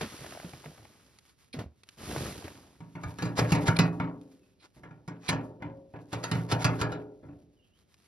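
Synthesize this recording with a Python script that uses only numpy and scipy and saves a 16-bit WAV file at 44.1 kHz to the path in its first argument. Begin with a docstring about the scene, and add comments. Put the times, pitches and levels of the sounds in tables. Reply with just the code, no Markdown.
"""At a garden bed, sawdust and bark slide from a tipped wheelbarrow in two rushes: countless small impacts
sum to a hiss and a patter, and clods thud on the soil. The barrow is then shaken in two bouts. Its loose
frame scrapes and squeaks by friction, and its knocks excite the modes of the hollow tray, which booms
and clanks. A bird calls faintly far off. All is heard close to a small pair of microphone ports."""
import sys
import numpy as np
from scipy import signal
from scipy.fft import rfft, irfft, next_fast_len
from scipy.io import wavfile
from scipy.ndimage import map_coordinates

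SR = 44100
rng = np.random.default_rng(int(sys.argv[2]) if len(sys.argv) > 2 else 0)


def dump_mix(stems):
    """Bounce the given channels to the path in sys.argv[1] as a 16-bit WAV at rate SR."""
    frames = np.atleast_2d(stems).T  # one column per channel
    limited = np.clip(frames, -1, 1)  # hard clip at full scale
    pcm = np.round(limited * 32767).astype(np.int16)
    wavfile.write(sys.argv[1], SR, pcm)


N = 355887

# rushes of the sliding load: start_s, fullest_s, end_s, hiss_db, patter_db, fade_db_per_s
LOAD_RUSHES = [(-0.3, 0.27, 1.2, -50, -52, 21.5), (1.968, 2.242, 3.0, -43.5, -40, 49.5)]
# clods landing on soil: start_s, slap_db, thud_db, thud_hz
CLOD_FALLS = [(0.009, -16, -34, 150), (0.03, -27.5, -38, 219), (0.209, -38, -42.5, 136),
              (0.443, -39, -36, 173.4), (0.532, -37.5, -40, 138), (0.655, -40.5, -37.5, 151),
              (0.797, -70, -50, 110), (1.54, -29.5, -35, 258), (1.563, -38, -34.5, 158),
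              (1.588, -25.5, -32.5, 109), (2.106, -32, -43.5, 275), (2.159, -34, -29.5, 135),
              (2.203, -52, -34, 127), (2.263, -29, -44, 204), (2.441, -30.5, -37.5, 88)]
# spectrum of dust and leaves: frequency_hz, density_db
HISS_SPECTRUM = [(40, -46.5), (300, -11), (1200, 1), (2500, -1.5), (5000, -3), (7500, -5), (10500, -7),
                 (13000, -12), (14300, -35.5)]
# spectrum of snapping chips and clicking steel: frequency_hz, density_db
SNAP_SPECTRUM = [(200, -8.5), (900, -3.5), (2600, 2.5), (5000, -1.5), (11000, -10.5), (15000, -36)]
# modes of the steel frame: pitch_hz, level_db
FRAME_MODES = [(2410, 2), (2885, -2.5), (3330, 0), (4130, 3.5), (4940, -3.5), (6200, -13.5), (9825, -6)]


def amp(db):
    """Amplitude grows tenfold every 20 decibels."""
    return 10 ** (np.asarray(db) / 20)


def unit(x):
    """Normalisation to rms 1."""
    return x / np.sqrt(np.mean(x ** 2) + 1e-20)


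def along(points, hz):
    """Interpolation of (frequency_hz, value) points on a logarithmic frequency axis."""
    f, v = np.transpose(points)
    return np.interp(np.log(hz + 1), np.log(f + 1), v)


def ripple(count, step):
    """Spline interpolation of random knots, step points apart."""
    return map_coordinates(rng.standard_normal(count // step + 4), [np.arange(count) / step])


def filtered(x, response):
    """Linear filtering: the spectrum is multiplied by a frequency response."""
    n = x.shape[-1]
    m = next_fast_len(n + 4096)
    return irfft(rfft(x, m) * response(np.fft.rfftfreq(m, 1 / SR)), m)[..., :n]


def coloured(x, spectrum):
    """Spectral shaping, at rms 1."""
    return unit(filtered(x, lambda hz: amp(along(spectrum, hz))))


def grains(n, per_s):
    """Shot noise: independent tiny impacts of varying size."""
    hit = rng.random(n) < per_s / SR
    size_db = 3 * np.clip(rng.standard_normal(n), -2, 2)
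    return rng.standard_normal((2, n)) * hit * amp(size_db)


def burst(spectrum, rise_s, t60_s):
    """A noise transient with exponential decay."""
    t = np.arange(SR // 3) / SR
    shape = (1 - np.exp(-t / rise_s)) * amp(-60 * t / t60_s)
    puff = coloured(rng.standard_normal((2, len(t))), spectrum) * shape
    return unit(puff) * np.sqrt(np.mean(shape ** 2)) / shape.max()


def add(track, s, sound):
    """Superposition of a sound on the track from time s."""
    start = max(round(s * SR), 0)
    track[:, start:start + sound.shape[1]] += sound[:, :max(N - start, 0)]


def flow():
    """Granular flow builds up, thins exponentially and stops; gives the gains of patter and hiss."""
    t, patter, hiss = np.arange(N) / SR, np.zeros(N), np.zeros(N)
    stop_s = 0.036
    for start, fullest, end, hiss_db, patter_db, fade_db_per_s in LOAD_RUSHES:
        build = np.sin(np.pi / 2 * np.clip((t - start) / (fullest - start), 0, 1)) ** 0.72
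        thinning = amp(-fade_db_per_s * np.maximum(t - fullest, 0))
        shape = build * thinning * np.clip((end - t) / stop_s, 0, 1)
        patter += amp(patter_db) * shape
        hiss += amp(hiss_db) * shape
    return patter, hiss


def pour():
    """Dense impacts merge into noise: dust hisses, crumbs patter in bunches and spray from each clod."""
    # dust sifting over tray and leaves: middle_s, half_length_s, level_db
    trickles = [(1.256, 0.062, -66.5), (1.418, 0.045, -72.5), (1.995, 0.16, -68.5), (3.16, 0.15, -63.5),
                (3.579, 0.25, -53), (4.327, 0.15, -70.5), (4.774, 0.029, -70), (5.359, 0.13, -68.5),
                (6.425, 0.29, -59), (6.731, 0.17, -63), (7.795, 0.041, -68), (8.1, 0.14, -63)]
    # spectrum of crumbs landing: frequency_hz, density_db
    crumb_spectrum = [(25, -21), (60, 10.5), (150, 10), (300, 8.5), (700, -0.5), (1400, -12.5), (3000, -25),
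                      (8000, -69)]
    t = np.arange(N) / SR
    patter, hiss = flow()
    sift = sum(amp(db) * np.exp(-np.minimum(((t - s) / half) ** 2, 20)) for s, half, db in trickles)
    trickle = sift * amp(6 * np.clip(ripple(N, step=1500), -2, 1))
    spray = np.zeros((1, N))
    settling = amp(-251 * t[None, :SR // 2])
    for s, _, thud_db, _ in CLOD_FALLS:
        add(spray, s, amp(thud_db - 8) * settling)
    dust = coloured(grains(N, per_s=12000), HISS_SPECTRUM) * (hiss + trickle)
    crackle = coloured(grains(N, per_s=260), HISS_SPECTRUM) * sift * amp(-7)
    crumbs = coloured(grains(N, per_s=1200), crumb_spectrum) * np.hypot(patter, spray)
    bunching = amp(ripple(N, step=400))
    return dust + crackle + crumbs * bunching


def garden():
    """Broadband background noise: quiet outdoor air and faintly stirring leaves."""
    # spectrum of the air: frequency_hz, density_db
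    air_spectrum = [(20, -12), (55, -1.5), (150, -5.5), (400, -13.5), (1200, -30), (3000, -32.5),
                    (6000, -36), (15000, -51)]
    leaves = coloured(grains(N, per_s=2500), HISS_SPECTRUM) * amp(-84 + 4 * ripple(N, step=2500))
    return amp(-69) * coloured(rng.standard_normal((2, N)), air_spectrum) + leaves


def thump(hz, rise_s, decay_s):
    """A heavily damped oscillation of soft ground, common to both ports."""
    t = np.arange(SR // 4) / SR
    wave = (1 - np.exp(-t / rise_s)) * np.exp(-t / decay_s) * np.sin(2 * np.pi * hz * t)
    return np.array([wave, np.zeros(len(t))])


def clods():
    """Inelastic impact on soil: a slap, then a dead thud with one short overtone."""
    out, decay_s = np.zeros((2, N)), 0.021
    # spectrum of the slap: frequency_hz, density_db
    slap_spectrum = [(30, -26), (100, 5), (400, 6.5), (900, -1), (2000, -2.5), (5000, -10.5),
                     (14000, -24.5)]
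    for s, slap_db, thud_db, hz in CLOD_FALLS:
        add(out, s, amp(slap_db - 15) * burst(slap_spectrum, rise_s=0.0013, t60_s=0.16))
        add(out, s, amp(thud_db + 4) * thump(hz, rise_s=0.0065, decay_s=decay_s))
        overtone_hz = hz * rng.uniform(2.04, 2.98)
        add(out, s, amp(thud_db - 11) * thump(overtone_hz, rise_s=0.002, decay_s=decay_s / 2))
    return out


def chips(count=70):
    """Brittle fracture: dry bark and twigs snap, the small pieces at random in the flow."""
    # the loudest snaps: start_s, level_db
    loud_snaps = [(0.847, -49), (1.187, -41.5), (1.8342, -41), (1.8886, -35), (2.168, -45), (4.213, -51),
                  (7.9418, -47)]
    out = np.zeros((2, N))
    snap = lambda: burst(SNAP_SPECTRUM, rise_s=0.00017, t60_s=0.025)
    for s, db in loud_snaps:
        add(out, s, amp(db - 8.5) * snap())
    _, hiss = flow()
    for when, size in rng.random((count, 2)):
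        s = when * LOAD_RUSHES[-1][2]
        add(out, s, hiss[int(s * SR)] * amp(-3 + 8 * size ** 2) * snap())
    return out


def plop(hz):
    """Damped vibration of a lump, its pitch sagging as it sinks in."""
    t = np.arange(SR // 20) / SR
    pitch = hz * (0.808 + 0.854 * np.exp(-t / 0.00213))
    shape = (1 - np.exp(-t / 0.0012)) * np.exp(-t / 0.0058)
    return shape * np.sin(2 * np.pi * np.cumsum(pitch) / SR) * np.array([[1], [rng.standard_normal()]])


def lumps(count=170):
    """Damped impacts on the heap: big lumps pat, and a shower of small ones follows the flow."""
    # the biggest lumps landing: start_s, level_db
    big_lumps = [(0.191, -46.5), (0.243, -37), (0.263, -39), (0.323, -40.5), (0.35, -41), (0.373, -39.5),
                 (0.399, -39.5), (0.432, -44), (0.534, -43.5), (0.642, -44), (0.658, -41), (0.778, -49),
                 (0.852, -46), (2.114, -35.5), (2.162, -30), (2.48, -39)]
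    # spectrum of their pat: frequency_hz, density_db
    pat_spectrum = [(150, -23), (650, 13), (1100, 2), (2200, -1), (4000, -19), (10000, -21.5)]
    out = np.zeros((2, N))
    for s, db in big_lumps:
        add(out, s, amp(db) * burst(pat_spectrum, rise_s=0.00036, t60_s=0.026))
    patter, _ = flow()
    for when, size, pitch in rng.random((count, 3)):
        s = when * LOAD_RUSHES[-1][2]
        hz = 280 * 2 ** (2.6 * pitch)
        add(out, s, patter[int(s * SR)] * amp(3 + 7 * size ** 2) * plop(hz))
    return out


def squeaks():
    """Stick-slip friction drives the frame's modes, which contact damping broadens."""
    # steel slipping on steel: start_s, length_s, level_db
    slips = [(1.528, 0.018, -42.5), (3.762, .012, -30.5), (4.587, 0.069, -65.5), (5.279, 0.0314, -29.5)]
    out, t = np.zeros((2, N)), np.arange(SR // 5) / SR
    width_hz = 420
    frame = lambda f: sum(amp(db) / (1 + 2j * (f - hz) / width_hz) ** 2 for hz, db in FRAME_MODES)
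    for s, length, db in slips:
        stroke = np.sin(np.pi * np.minimum(t / length, 1))
        add(out, s, amp(db) * stroke * unit(filtered(grains(len(t), per_s=3300), frame)))
    return out


def bumps():
    """Damping by soft ground stops the barrow within a few low cycles."""
    # the barrow meeting the ground: start_s, level_db, pitch_hz
    landings = [(1.658, -43.5, 76), (3.061, -36.5, 87), (3.685, -20, 111.7)]
    out = np.zeros((2, N))
    for s, db, hz in landings:
        add(out, s, amp(db + 6) * thump(hz, rise_s=0.0014, decay_s=0.026))
    return out


def weak_modes(count=1000, gap_hz=23, spread_db=4.5):
    """High modal density: the tray's response has close random peaks above its strong low modes."""
    hz = gap_hz * np.arange(count)
    size = unit(amp(spread_db * np.clip(rng.standard_normal(count), -2, 2)))
    depth = np.clip(hz / 400 - 1, 0, 1)
    return lambda f: np.interp(f, hz, size ** depth)


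def tray_ring(force, t, scatter_db=4.5, swell_cycles=0.47, detune=0.012):
    """Modal superposition: each struck spot reweights the upper modes, and twisting detunes them."""
    # the tray's strong modes: pitch_hz, level_db, t60_s
    tray_modes = [(100, -3, 0.22), (116.4, 1, 0.48), (150.5, -2, 0.33), (170.2, -4, 0.5),
                  (269.7, -9.5, 0.8), (293.7, -8, 0.8), (384, -20, 1.2), (425.5, -12, 0.9),
                  (484.3, -10.5, 0.31), (518, -20, 1.1), (600, -21.5, 1.2), (739, -11.5, 0.093),
                  (933, -15, 0.33), (1410, -14, 0.15), (2480, -20, 0.27)]
    ring = np.zeros((2, len(t)))
    for hz, db, t60 in tray_modes:
        upper = min(hz / 1000, 1)
        shape = (1 - np.exp(-t * hz / swell_cycles)) * amp(-60 * t / t60)
        pitch = hz * (1 + detune * np.sqrt(upper) * rng.standard_normal())
        phase = np.pi * np.sqrt(upper) * rng.standard_normal((2, 1))
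        size = amp(db + along(force, hz) + scatter_db * upper * rng.standard_normal())
        ring += size * shape * np.sin(2 * np.pi * pitch * t + phase)
    return ring


def tray_clang(force, t, crowd):
    """Frequency-dependent damping: in the unevenly excited crowd of weak modes the high ones die first."""
    # spectrum of the weak modes: frequency_hz, density_db
    clang_spectrum = [(25, -36.5), (55, -1.5), (110, 12.5), (165, -4), (215, -13), (290, 14), (380, -1),
                      (800, -0.5), (2200, -4.5), (3000, -9.5), (5000, -11), (7000, -11), (11000, -23),
                      (15000, -27.5)]
    # their decay times: frequency_hz, t60_s
    clang_decay = [(60, 0.8), (270, 0.84), (500, 0.83), (1000, 0.44), (2200, 0.26), (4000, 0.17),
                   (12000, 0.067)]
    hz, age, spectra = signal.stft(filtered(rng.standard_normal((2, len(t))), crowd), SR, nperseg=512)
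    decay_db = -60 * age / along(clang_decay, hz)[:, None]
    uneven_db = 6 * np.clip(ripple(len(hz), step=2), -2, 1.5) * np.minimum(hz / 2000, 1)
    struck_db = along(clang_spectrum, hz) + along(force, hz) + uneven_db
    return signal.istft(spectra * amp(struck_db[:, None] + decay_db), SR, nperseg=512)[1][:, :len(t)]


def steel_crack(contact_s=0.00094, t60_s=0.081):
    """Brief contact has a wide spectrum: a click, and frame modes weighted anew at each spot."""
    t = np.arange(SR // 4) / SR
    hz, db = np.transpose(FRAME_MODES)[..., None]
    size, phase = rng.random((2, len(FRAME_MODES), 1))
    partials = np.sum(size * amp(db) * np.sin(2 * np.pi * (hz * t + phase)), axis=0)
    click = coloured(rng.standard_normal((2, len(t))), SNAP_SPECTRUM) * np.exp(-t / contact_s)
    return amp(-12.5 - 60 * t / t60_s) * partials + amp(2) * click


def rattle(count=6, span_s=0.1):
    """Inelastic rebounds: loose parts tap a few times, ever weaker."""
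    # dull spectrum of a tap: frequency_hz, density_db
    tap_spectrum = [(200, -12), (600, 0), (2300, -9), (12000, -58)]
    out = np.zeros((2, SR // 2))
    for when in rng.uniform(0.1, 1, count):
        add(out, when * span_s, amp(-12 * when) * burst(tap_spectrum, rise_s=0.0003, t60_s=0.04))
    return out


def knocks(crowd):
    """The force spectrum selects the modes: a heavy blow booms, a hard one clanks and cracks."""
    # frame striking tray: start_s, clank_db, boom_db, crack_db, clank_hz, boom_hz
    blows = [(2.804, -51, -42, -60, 825, 188), (2.952, -42.5, -41.5, -62, 1200, 169),
             (3.035, -40.5, -40.5, -47.5, 1324, 131), (3.186, -39.5, -38.5, -41.5, 1440, 172),
             (3.223, -31, -28.5, -37.5, 1100, 179), (3.253, -40.5, -34, -42.5, 590, 146),
             (3.388, -24, -26.5, -37.5, 534, 115), (3.52, -25.5, -19.5, -26, 865, 169),
             (3.551, -31, -33, -36.5, 920, 161.8), (3.682, -25.5, -24.5, -37.5, 1440, 167),
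             (3.789, -22.5, -20.5, -21.5, 1930, 167), (3.999, -30.5, -28.5, -50.5, 1340, 180),
             (4.834, -47, -53, -61, 1297, 150), (4.908, -53, -53, -74, 1114, 151),
             (5.078, -41, -37.5, -47.5, 900, 184), (5.289, -27.5, -29, -23.5, 1800, 182),
             (5.328, -34, -30.5, -44.5, 800, 154), (5.622, -39.5, -40, -57.5, 855, 145),
             (5.938, -40, -46, -81, 700, 132), (6.129, -32, -39, -36, 730, 111),
             (6.239, -35, -48.5, -32.5, 1490, 137.4), (6.314, -28.5, -32, -30.5, 1690, 127),
             (6.352, -37.5, -28.5, -47.5, 525, 145), (6.519, -26.5, -30, -33, 670, 113),
             (6.645, -23.5, -26.5, -24, 1690, 133), (6.814, -27, -33, -30.5, 1550, 116),
             (6.92, -35, -43, -45.5, 486, 117.7), (7.287, -55, -48.5, -81, 482, 153.4)]
    out, t = np.zeros((2, N)), np.arange(SR * 5 // 4, dtype=np.float32) / SR
    for s, clank_db, boom_db, crack_db, clank_hz, boom_hz in blows:
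        edge_db = clank_db + 0.27 * (crack_db - clank_db) - 4  # between clank and crack
        boom = [(boom_hz / 2, boom_db - 14), (boom_hz, boom_db + 4.5)]
        clank = [(400, clank_db - 6), (clank_hz, clank_db + 0.5), (3100, edge_db)]
        force = boom + clank + [(4300, crack_db - 0.5)]
        ring = amp(2) * tray_ring(force, t)
        chatter = amp(2 * ripple(len(t), step=130))  # of the frame during contact
        contact = (1 + 1.76 * chatter * np.exp(-t / 0.0047)) * (1 - np.exp(-t / 0.0023))
        add(out, s, ring + amp(9) * contact * tray_clang(force, t, crowd))
        add(out, s, amp(crack_db) * steel_crack())
        add(out, s, amp(clank_db - 9) * rattle())
    return out


def singing_parts():
    """Free vibration: loose panels and stays take up a shock and ring on."""
    # their tones: start_s, level_db, pitch_hz, t60_s, swell_s
    panel_tones = [(3.035, -37, 1222, .17, .001), (3.791, -32, 1991, .24, .001),
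                   (4.001, -39, 2223, .2, .002), (5.289, -35, 1745, .25, .001),
                   (5.621, -34.5, 544, .7, .11), (5.621, -36, 290, .45, .012), (6.815, -36, 420, 1.05, .01),
                   (7.275, -42, 288, .45, .015)]
    out, t = np.zeros((2, N)), np.arange(SR) / SR
    common = np.array([[1], [0]])
    for s, db, hz, t60, swell in panel_tones:
        shape = (1 - np.exp(-(t / swell) ** 2)) * amp(-60 * t / t60)
        add(out, s, common * amp(db) * shape * np.sin(2 * np.pi * hz * t))
    return out


def scrapes():
    """Sliding friction swells until the frame meets its stop, each stroke with its own colour."""
    # the frame taking up its slack: end_s, length_s, level_db
    strokes = [(3.395, 0.046, -24.5), (3.509, 0.052, -37.5), (3.683, .038, -25.5), (4.656, 0.07, -54),
               (5.278, 0.09, -46), (6.137, 0.028, -37), (6.239, 0.016, -35), (6.525, .05, -28),
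               (6.629, 0.056, -34), (6.81, 0.038, -34)]
    # spectrum of rubbing: frequency_hz, density_db
    rub_spectrum = [(30, -32), (300, 6.5), (1500, 5.5), (3000, -2.5), (5000, -3), (7500, -6.5),
                    (11500, -19), (15000, -30)]
    out, t = np.zeros((2, N)), np.arange(SR // 5) / SR
    uneven = lambda hz: amp(3 * np.clip(ripple(len(hz), step=40), -2, 1))
    for end, length, db in strokes:
        swell = np.minimum(t / length, 1) ** 2 * np.exp(-np.maximum(t - length, 0) / 0.0098)
        grit = filtered(grains(len(t), per_s=4900), uneven)
        add(out, end - length, amp(db) * swell * coloured(grit, rub_spectrum))
    return out


def bird():
    """Scattering by trees blurs a far bird's thin, gliding whistles."""
    # whistles: start_s, length_s, start_hz, end_hz
    glides = [(4.405, 0.045, 2730, 2490), (7.558, 0.057, 3120, 2690), (7.595, 0.058, 2730, 3410),
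              (7.617, 0.04, 3300, 2380), (7.689, 0.1, 2620, 3460)]
    out, t = np.zeros((2, N)), np.arange(SR // 5) / SR
    for s, length, start_hz, end_hz in glides:
        progress = np.linspace(0, 1, int(length * SR))
        phase = 2 * np.pi * np.cumsum(start_hz + (end_hz - start_hz) * progress) / SR
        trees = rng.standard_normal((2, len(t))) * np.exp(-t / 0.047)
        whistle = np.sin(np.pi * progress) * np.sin(phase)
        add(out, s, amp(-68.5) * signal.fftconvolve(whistle[None], trees / np.linalg.norm(trees), axes=1))
    return out


def flexes(crowd):
    """Gradual loading: shifting weight flexes the tray and softly excites its weak modes."""
    # shifts of weight: start_s, level_db, swell_s
    shifts = [(4.761, -55, 0.0054), (5.593, -48, 0.016), (7.221, -50, 0.014)]
    out, t = np.zeros((2, N)), np.arange(SR * 5 // 4, dtype=np.float32) / SR
    for s, db, swell in shifts:
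        force = [(250, db + 15), (1500, db), (6000, db - 20)]
        add(out, s, amp(4) * (1 - np.exp(-(t / swell) ** 2)) * tray_clang(force, t, crowd))
    return out


def ports(pair, coherence, leftward=1):
    """Diffraction at the housing shifts phase and level; row 0 is common sound, row 1 the difference."""
    # phase between the ports: frequency_hz, left_lead_rad
    phase_lead = [(300, 0.2), (800, .8), (2100, 1), (3000, -1.1), (5700, -.8), (6700, -3.3), (8500, -3),
                  (10500, 0), (12000, .3), (13000, 3)]
    # level between the ports: frequency_hz, left_minus_right_db
    level_lean = [(60, -1.5), (200, -1.5), (700, 2.5), (1300, 2), (2400, -2), (4400, -5), (9000, 1)]
    angle = lambda hz: np.arccos(np.clip(along(coherence, hz), -1, 1)) / 2
    mid, side = filtered(pair, lambda hz: np.array([np.cos(angle(hz)), np.sin(angle(hz))]))
    # each port takes half the shift; direction scales it below the treble
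    half = lambda hz: np.array([[0.5], [-0.5]]) * along([(3000, leftward), (5000, 1)], hz)
    gain = lambda hz: amp(half(hz) * along(level_lean, hz))
    phase = lambda hz: half(hz) * along(phase_lead, hz)
    return filtered(np.array([mid + side, mid - side]), lambda hz: gain(hz) * np.exp(1j * phase(hz)))


def scene():
    """Load, barrow and garden superpose at the two ports, each with its own coherence."""
    # likeness of the ports for load, barrow and air: frequency_hz, coherence
    load_coherence = [(100, 1), (300, .95), (700, 0.86), (3000, .7), (5000, 0.55), (8000, .95)]
    barrow_coherence = [(100, 0.98), (300, 0.97), (1500, 0.9), (3000, 0.62), (5000, .75), (8000, .95)]
    air_coherence = [(60, 0.84), (300, 0.55), (1000, 0.33), (8000, 1)]
    load = pour() + clods() + chips() + lumps()
    crowd = weak_modes()  # the same for every blow and flex
    barrow = knocks(crowd) + flexes(crowd) + bumps() + singing_parts() + scrapes() + squeaks()
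    return (ports(load, load_coherence, leftward=0.75)
            + ports(barrow, barrow_coherence, leftward=1.2)
            + ports(garden() + bird(), air_coherence))


def record(dry):
    """Band limiting: the deepest bass rolls off and the highest treble is cut."""
    low_hz, top_hz = 50, 15900
    return filtered(dry, lambda hz: (hz < top_hz) * hz ** 4 / np.hypot(hz ** 4, low_hz ** 4))


dry = scene()
out = record(dry)
dump_mix(out)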